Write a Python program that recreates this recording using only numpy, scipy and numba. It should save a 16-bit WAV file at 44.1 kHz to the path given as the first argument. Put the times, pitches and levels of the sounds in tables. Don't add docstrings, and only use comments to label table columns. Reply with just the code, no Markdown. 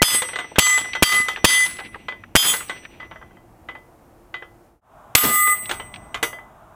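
import sys
import numpy as np
from scipy import signal
from scipy.fft import rfft, irfft, next_fast_len
from scipy.io import wavfile
from scipy.ndimage import uniform_filter1d, map_coordinates
from numba import njit

SR = 44100
rng = np.random.default_rng(int(sys.argv[2]) if len(sys.argv) > 2 else 0)


def store_pcm(level_fs):
    pcm = np.round(np.clip(level_fs, -1, 1) * 32767).astype(np.int16)
    wavfile.write(sys.argv[1], SR, np.atleast_2d(pcm).T)


N = 297675
TIME = np.arange(N) / SR
AGE = TIME[:2 * SR]
CUT_S = 4.81


def amp(db):
    return 10 ** (np.asarray(db) / 20)


def unit(x):
    return x / np.sqrt(np.mean(x ** 2) + 1e-20)


def along(points, hz):
    f, v = np.transpose(points)
    return np.interp(np.log(hz + 1), np.log(f + 1), v)


def fade(t, t60):
    return np.exp(-np.log(1000) * t / t60)


def filtered(x, response):
    n = x.shape[-1]
    padded = next_fast_len(n + SR // 10)
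    spectrum = rfft(x, padded) * response(np.fft.rfftfreq(padded, 1 / SR))
    return irfft(spectrum, padded)[..., :n]


def noise(spectrum, size):
    return unit(filtered(rng.standard_normal(size), lambda hz: amp(along(spectrum, hz))))


def wobble(rate):
    return map_coordinates(rng.standard_normal(N // 100), [TIME * rate])


def add(track, s, sound):
    start = max(round(s * SR), 0)
    track[start:start + len(sound)] += sound[:N - start]


def modes(hz, db, t60, t):
    phase = rng.uniform(0, 2 * np.pi, (len(hz), 1))
    return amp(db)[:, None] * fade(t, t60[:, None]) * np.sin(2 * np.pi * hz[:, None] * t + phase)


def cluster(hz, spectrum, scatter_db=5):
    lines = np.zeros(SR // 2 + 1, complex)
    strength = amp(along(spectrum, hz) + scatter_db * rng.standard_normal(len(hz)))
    lines[hz.astype(int)] = strength * np.exp(2j * np.pi * rng.random(len(hz)))
    return unit(irfft(lines))


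# frequency in Hz, density in dB per Hz.
RUMBLE_SPECTRUM = [(13, -28.5), (22, 5), (108, 3), (160, -1), (247, -4.5), (309, -5.5), (420, -12),
                   (550, -40.5), (920, -120)]
CALM_SPECTRUM = [(210, -25), (350, -3.5), (424, -35), (445, -8.5), (482, -14), (719, -11.5), (791, -13),
                 (3730, -39.5), (11800, -37.5), (16000, -40.5)]
BREEZE_SPECTRUM = [(180, -86), (300, -58), (372, -17.5), (555, -17.5), (614, -6), (749, -8.5),
                   (1280, -12.5), (1970, -29.5), (3830, -37), (4160, -45), (6960, -40), (16000, -42.5)]


def air(rumble_db=-54, calm_db=-54.5, breeze_db=-48.5, gust_db=1.1, fade_out_s=0.15, fade_in_s=0.17):
    rumble = amp(rumble_db + gust_db * wobble(21)) * noise(RUMBLE_SPECTRUM, N)
    calm = amp(calm_db) * noise(CALM_SPECTRUM, N)
    breeze = amp(breeze_db) * noise(BREEZE_SPECTRUM, N)
    trees = np.where(TIME < CUT_S, calm, breeze)
    fading = np.maximum((CUT_S - TIME) / fade_out_s, (TIME - CUT_S) / fade_in_s)
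    return np.clip(fading, 0, 1) * (rumble + amp(gust_db * wobble(3)) * trees)


# start in seconds, relative level in dB, centre frequency in Hz.
LARGE_FRAGMENTS = [(.517, -25, 624), (.933, -14.5, 2620), (1.361, -18, 2250), (1.944, -22.5, 1630),
                   (1.957, -22.5, 940), (2.237, -28.5, 1700), (2.851, -23, 1926), (5.656, -28, 3200),
                   (5.94, -25.5, 2680), (5.959, -28, 2620)]


def fragments(tick_db=-2, patter_db=-46, thinning_db_per_s=65, tick_t60=0.034, count=12):
    out, t = np.zeros(N), AGE[:SR // 20]
    ticks = list(LARGE_FRAGMENTS)
    for s, db, *_ in SHOTS:
        for flight_s in rng.uniform(.08, .45, count):
            level = db + patter_db - thinning_db_per_s * flight_s + 4 * rng.standard_normal()
            ticks.append((s + flight_s, level, 1500 * np.exp(rng.standard_normal())))
    envelope = fade(t, tick_t60) * (1 - np.exp(-t / .0007))
    for s, db, hz in ticks:
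        band = [(hz / 4, -22), (hz * .8, -2), (hz, 0), (hz * 1.3, -5), (hz * 2, -20), (hz * 4, -52)]
        add(out, s, amp(db + tick_db) * noise(band, len(t)) * envelope)
    return out


# start in seconds, relative level in dB, plate ring relative to that level in dB,
# time until the shackle falls back in seconds.
CLANKS = [(0.22, -7.5, -17, 0.068), (.333, -16, -16.5, 0.11), (0.358, -11.5, -37, 0.044),
          (.388, -11, -25, .02), (.558, -13, -25, 0.033), (.777, -8.5, -11.5, 0.068),
          (.951, -11, -16, 0.011), (1.284, -7.5, -12.5, 0.087), (1.789, -16, -26, 0.016),
          (2.084, -14, -17, 0.039), (2.537, -9, -16.5, 0.068), (2.696, -11.5, -23, 0.013),
          (3, -19.5, -18, 0.029), (3.112, -20, -33, 0.046), (3.214, -25.5, -37, 0.012),
          (3.309, -31.5, -33.5, .06), (3.687, -17.5, -23.5, 0.064), (4.341, -15.5, -19.5, 0.082),
          (5.473, -12.5, -42, 0.05), (5.694, -10.5, -38, .015), (5.712, -7, -45, 0.086),
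          (6.144, -10, -52, 0.013), (6.228, -3.5, -25.5, 0.015), (6.329, -21, -17, 0.057)]
# frequency in Hz, relative level in dB, t60 in seconds before a cap.
BAR_MODES = [(405, -23, 0.33), (624, -23.5, 0.036), (886, 0, 0.056), (1050, -2.5, 0.048), (1420, -19, 0.11),
             (1548, 5.5, 0.025), (1883, -10.5, 0.087), (2000, 4.5, 0.059), (2611, -37.5, 0.4),
             (3380, -37.5, 0.24), (3120, -11, 0.22), (3430, -24.5, 0.21), (4694, -33.5, 0.045),
             (5500, -28.5, 0.22)]
# frequency in Hz, density in dB per Hz.
CLANK_SPECTRUM = [(71, -52), (120, -16), (1090, -5.5), (1230, -2), (1870, -5.5), (1990, -7.5), (2250, -7.5),
                  (3500, -6.5), (5140, -27.5), (6820, -16.5), (11500, -24.5), (15000, -32)]


def shackles(rattle_db=-12, bar_level_db=-14.5, jangle_db=-18, ring_db=3, dull_db=20, bright_db=-22, tilt_db=1,
             edge_hz=14000, treble_grows=0.69, mellow_db=-17, fall_db=-12.5, fall_grows=0.56, fall_ring_db=-28):
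    out, t = np.zeros(N), AGE[:SR * 2 // 5]
    bar_hz, bar_db, bar_t60 = np.transpose(BAR_MODES)
    hz, t60, _, plate_db, _ = np.transpose(PLATE_MODES)
    main_hz, over_main_db = hz[2], plate_db - plate_db[2]
    soft_db = over_main_db - dull_db * np.abs(np.log2(hz / main_hz)) - 10 * (hz < main_hz)
    jangle_hz = np.geomspace(330, 6500, 60) * rng.uniform(.97, 1.03, 60)
    falls = [(s + gap_s, fall_db + fall_grows * db, fall_ring_db) for s, db, _, gap_s in CLANKS]
    for s, db, sing_db in [row[:3] for row in CLANKS] + falls:
        bounce = np.maximum(t - rng.uniform(0.0043, 0.039), 0)
        contacts = fade(t, 0.058) + 0.15 * (bounce > 0) * fade(bounce, 0.036)
        rattle = amp(rattle_db) * noise(CLANK_SPECTRUM, len(t)) * contacts
        rattle += amp(jangle_db) * cluster(jangle_hz, CLANK_SPECTRUM)[:len(t)] * fade(t, 0.17)
        rattle = rattle * (1 - np.exp(-t / 0.00017))
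        treble_db = np.clip(treble_grows * (db - mellow_db), -8, 5)
        rattle = filtered(rattle, lambda f: amp(treble_db / (1 + (3800 / (f + 1)) ** 4)))
        rattle = filtered(rattle, lambda f: 1 / np.sqrt(1 + (f / (edge_hz * amp(0.72 * db))) ** 6))
        bar_level = bar_db - bar_db.max() + 3 * rng.standard_normal(len(bar_hz))
        bar = modes(bar_hz, bar_level, np.minimum(bar_t60, .14), t).sum(0)
        bar = bar * (1 - np.exp(-t / 0.0012))
        hard_db = bright_db + 3.5 * db + 0.12 * over_main_db - tilt_db * np.log2(hz / main_hz)
        level = np.maximum(soft_db + db + sing_db + ring_db, hard_db)
        level = level + 2 * rng.standard_normal(len(hz))
        ring = modes(hz, level, np.minimum(t60, .28), t).sum(0) * (1 - np.exp(-t / 0.0007))
        add(out, s, amp(db) * (rattle + amp(bar_level_db) * bar) + ring)
    return out


# frequency in Hz, density in dB per Hz.
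REPORT_SPECTRUM = [(30, -32.5), (90, -5), (200, -0.5), (600, -4.5), (1500, -9.5), (4000, -15.5),
                   (12000, -20.5)]
ECHO_SPECTRUM = [(30, -24), (100, -14.5), (250, -4), (700, -6.5), (2500, 1.5), (5000, -8), (12000, -29.5)]
# frequency in Hz, t60 in seconds.
FIELD_DECAY = [(100, 9.6), (700, 0.84), (2500, 1.8), (10000, 0.092)]


def reports(delay_s=.08, echo_db=-36, roll_db=-53.5, roll_delay_s=.72, roll_width_s=0.4, roll_grows=0.25):
    out, t = np.zeros(N), AGE[:SR // 2]
    for hit_s, _, _, db, *_ in SHOTS:
        s = hit_s + delay_s
        blast = noise(REPORT_SPECTRUM, len(t)) * fade(t, 0.2) * (1 - np.exp(-t / 0.0046))
        add(out, s, amp(db - 23) * blast)
        hz, age, bands = signal.stft(noise(ECHO_SPECTRUM, len(AGE)), SR, nperseg=256)
        bands = bands * fade(age, along(FIELD_DECAY, hz)[:, None])
        tail = signal.istft(bands, SR, nperseg=256)[1][:len(AGE)]
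        tail = tail * amp(3.2 * wobble(40)[:len(AGE)])
        add(out, s, amp(echo_db) * tail * (1 - np.exp(-AGE / 0.12)))
        swell = np.exp(-((AGE - roll_delay_s) / roll_width_s) ** 2)
        add(out, s, amp(roll_db + roll_grows * db) * swell * noise(RUMBLE_SPECTRUM, len(AGE)))
    return out


# frequency in Hz, basic t60 in seconds, relative level in dB when struck at spot 0, 1, 2.
PLATE_MODES = [(1223, 0.36, -40, -35, -26), (1947, 0.51, -52, -44, -49), (2009.5, 0.51, -35, -26, -32),
               (2876, 0.29, -43, -42, -46), (3181, 0.21, -19, -25, -38), (3460, 0.23, -25, -28, -36),
               (4687, 0.19, -33, -28, -41), (4991, 0.18, -22, -34, -40), (5890, 1.4, -68, -66, -72),
               (6210, 0.25, -36, -33, -46), (6278, 0.25, -36, -33, -46), (6826, 0.27, -32, -37, -42),
               (7751, 0.33, -40, -35, -36), (7906, 0.36, -38, -37, -36), (8228, 0.55, -40, -54, -44),
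               (8411, 0.55, -42, -53, -38), (8516, 0.51, -43, -57, -44), (9471, 0.27, -33, -35, -35),
               (9765, 0.3, -32, -38, -35), (10194, 0.32, -32, -39, -32), (10571, 0.38, -36, -40, -39),
               (10850, 0.34, -37, -41, -38), (11179, 0.2, -32, -37, -21), (11393, 0.21, -34, -40, -26),
               (11730, 0.24, -34, -42, -31), (11872, 0.24, -35, -43, -34), (12346, 0.26, -36, -42, -35),
               (12806, 0.3, -42, -48, -36), (12915, 0.3, -36, -43, -30), (13242, 0.29, -40, -47, -27),
               (14984, 0.33, -44, -51, -38), (15172, 0.34, -45, -52, -41), (15353, 0.36, -46, -53, -39)]
# frequency in Hz, relative level in dB.
FINE_BALANCE = [(2500, 0.5), (3500, -0.5), (5000, -5.5), (7000, -1.5), (10000, 0.5), (13000, -1.5),
                (15500, -9)]


def plate(ring_db=-1, high_db=4, scatter_db=4.0, fine_db=-23.0, fine_t60=0.21, lingering_db=-25,
          damping_tilt=.7, low_life_power=1.5):
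    out, t = np.zeros(N), AGE[:SR]
    hz, t60, *spots = np.transpose(PLATE_MODES)
    family = np.digitize(hz, [1500, 2500])
    overtone = family == 2
    for s, db, _, _, spot, low_db, main_db, life, damp_s, damp_db in SHOTS:
        level = spots[int(spot)] + np.array([low_db, main_db, high_db])[family]
        level = level + scatter_db * rng.standard_normal(len(hz)) * overtone
        free_t60 = t60 * life ** np.where(overtone, 1, low_life_power)
        caught = np.clip((t - damp_s) / 0.036, 0, 1)
        damping = damp_db * (2000 / hz[:, None]) ** damping_tilt * caught
        beat_hz = rng.uniform(2, 12, (len(hz), 1))
        beats = 1 + .45 * overtone[:, None] * np.sin(2 * np.pi * beat_hz * t)
        ring = (modes(hz, level, free_t60, t) * beats * amp(-damping)).sum(0)
        add(out, s, amp(db + ring_db) * ring)
        fine_hz = np.geomspace(2600, 15300, 56) * rng.uniform(.975, 1.025, 56)
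        add(out, s, amp(db + fine_db) * cluster(fine_hz, FINE_BALANCE) * fade(t, fine_t60 * life ** 0.31))
    add(out, 0, amp(lingering_db) * np.sin(2 * np.pi * hz[2] * t) * fade(t, 1.0))
    return out


# start in seconds, strength in dB, lead of the crack in seconds, relative report level in dB,
# strike spot 0 to 2, lowest-mode gain in dB, main-mode gain in dB, ring life factor,
# time until the shackles damp the ring in seconds, damping at 2 kHz in dB.
SHOTS = [(0.0277, 25, .0092, -0.5, 0, 1.5, 3.5, 1.043, .18, 5),
         (0.5921, 29, 0.008, -11, 1, 8, 7, 1.06, .18, 6.5),
         (1.032, 26.5, 0.0078, 3, 1, 8, 4, 1.075, .19, 4),
         (1.451, 29, 0.0074, -10.5, 1, -12.5, 5, 1.45, 0.19, 24),
         (2.3623, 27, 0.0095, 4.5, 0, 0, -8, 1.104, .2, 0.5),
         (5.1513, 31.5, 0.00013, 32.5, 2, 0, 0.5, 1.985, .38, 16)]
# frequency in Hz, density in dB per Hz.
SPLASH_SPECTRUM = [(24, -46), (40, -12.5), (342, -17.5), (1250, -7.5), (1640, -8), (3220, -5.5),
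                   (3930, -14.5), (5580, -13.5), (9650, -13.5), (14400, -21), (15500, -29.5)]
SPRAY_SPECTRUM = [(60, -24.5), (200, -6.5), (500, -9), (1200, 4), (3200, 1), (5000, -4.5), (10000, -17),
                  (15500, -25)]


def bullets(crack_db=27.5, bounce_db=-8, spray_db=-23, grain_db=3.5, push_db=-7, thump_hz=118, spray_grows=0.28):
    out, t = np.zeros(N), AGE[:SR * 3 // 4]
    for s, db, lead_s, *_, life, _, _ in SHOTS:
        u = t / 0.00045
        add(out, s - lead_s, amp(crack_db) * (1 - u) * np.exp(-u))
        scatter = noise(SPLASH_SPECTRUM, len(t)) * fade(t, 0.019)
        add(out, s - lead_s + 0.0029, amp(crack_db + bounce_db) * scatter)
        add(out, s, amp(db) * noise(SPLASH_SPECTRUM, len(t)) * fade(t, 0.036))
        add(out, s, amp(crack_db + push_db) * np.sin(2 * np.pi * thump_hz * t) * fade(t, 0.025))
        grain = amp(grain_db * wobble(130)[:len(t)])
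        spray = grain * noise(SPRAY_SPECTRUM, len(t)) * fade(t, 0.28 * life ** 0.45)
        add(out, s, amp(db + spray_db + spray_grows * (db - 35.5)) * spray)
    return out


def scene():
    sound = air() + fragments() + shackles() + reports() + plate() + bullets()
    return np.array([sound, sound])


@njit
def duck(excess, attack, release):
    out, held = np.zeros(len(excess)), 0.0
    for i in range(len(excess)):
        if excess[i] > held:
            held += (excess[i] - held) * attack
        else:
            held = max(held - release[i], excess[i])
        out[i] = held
    return out


def record(dry, threshold_db=-15.0, attack_s=0.005, early_release=260, late_release=115, ceiling=0.65, side_db=-22,
           low_cut_hz=32, top_hz=15900):
    power = np.abs(uniform_filter1d(dry[0] ** 2, size=64))
    excess = np.maximum(10 * np.log10(power + 1e-12) - threshold_db, 0)
    release = np.where(TIME < CUT_S, early_release, late_release) / SR
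    ducked = dry * amp(-duck(excess, 1 / (attack_s * SR), release))
    clipped = ducked / (1 + np.abs(ducked / ceiling) ** 6) ** (1 / 6)
    side = filtered(clipped[0], lambda hz: 1j * amp(side_db) * np.sqrt((hz + 500) / 9000))
    wide = clipped + np.array([side, -side])
    return filtered(wide, lambda hz: 1j * hz / (1j * hz + low_cut_hz) / (1 + (hz / top_hz) ** 80))


dry = scene()
out = record(dry)
store_pcm(out)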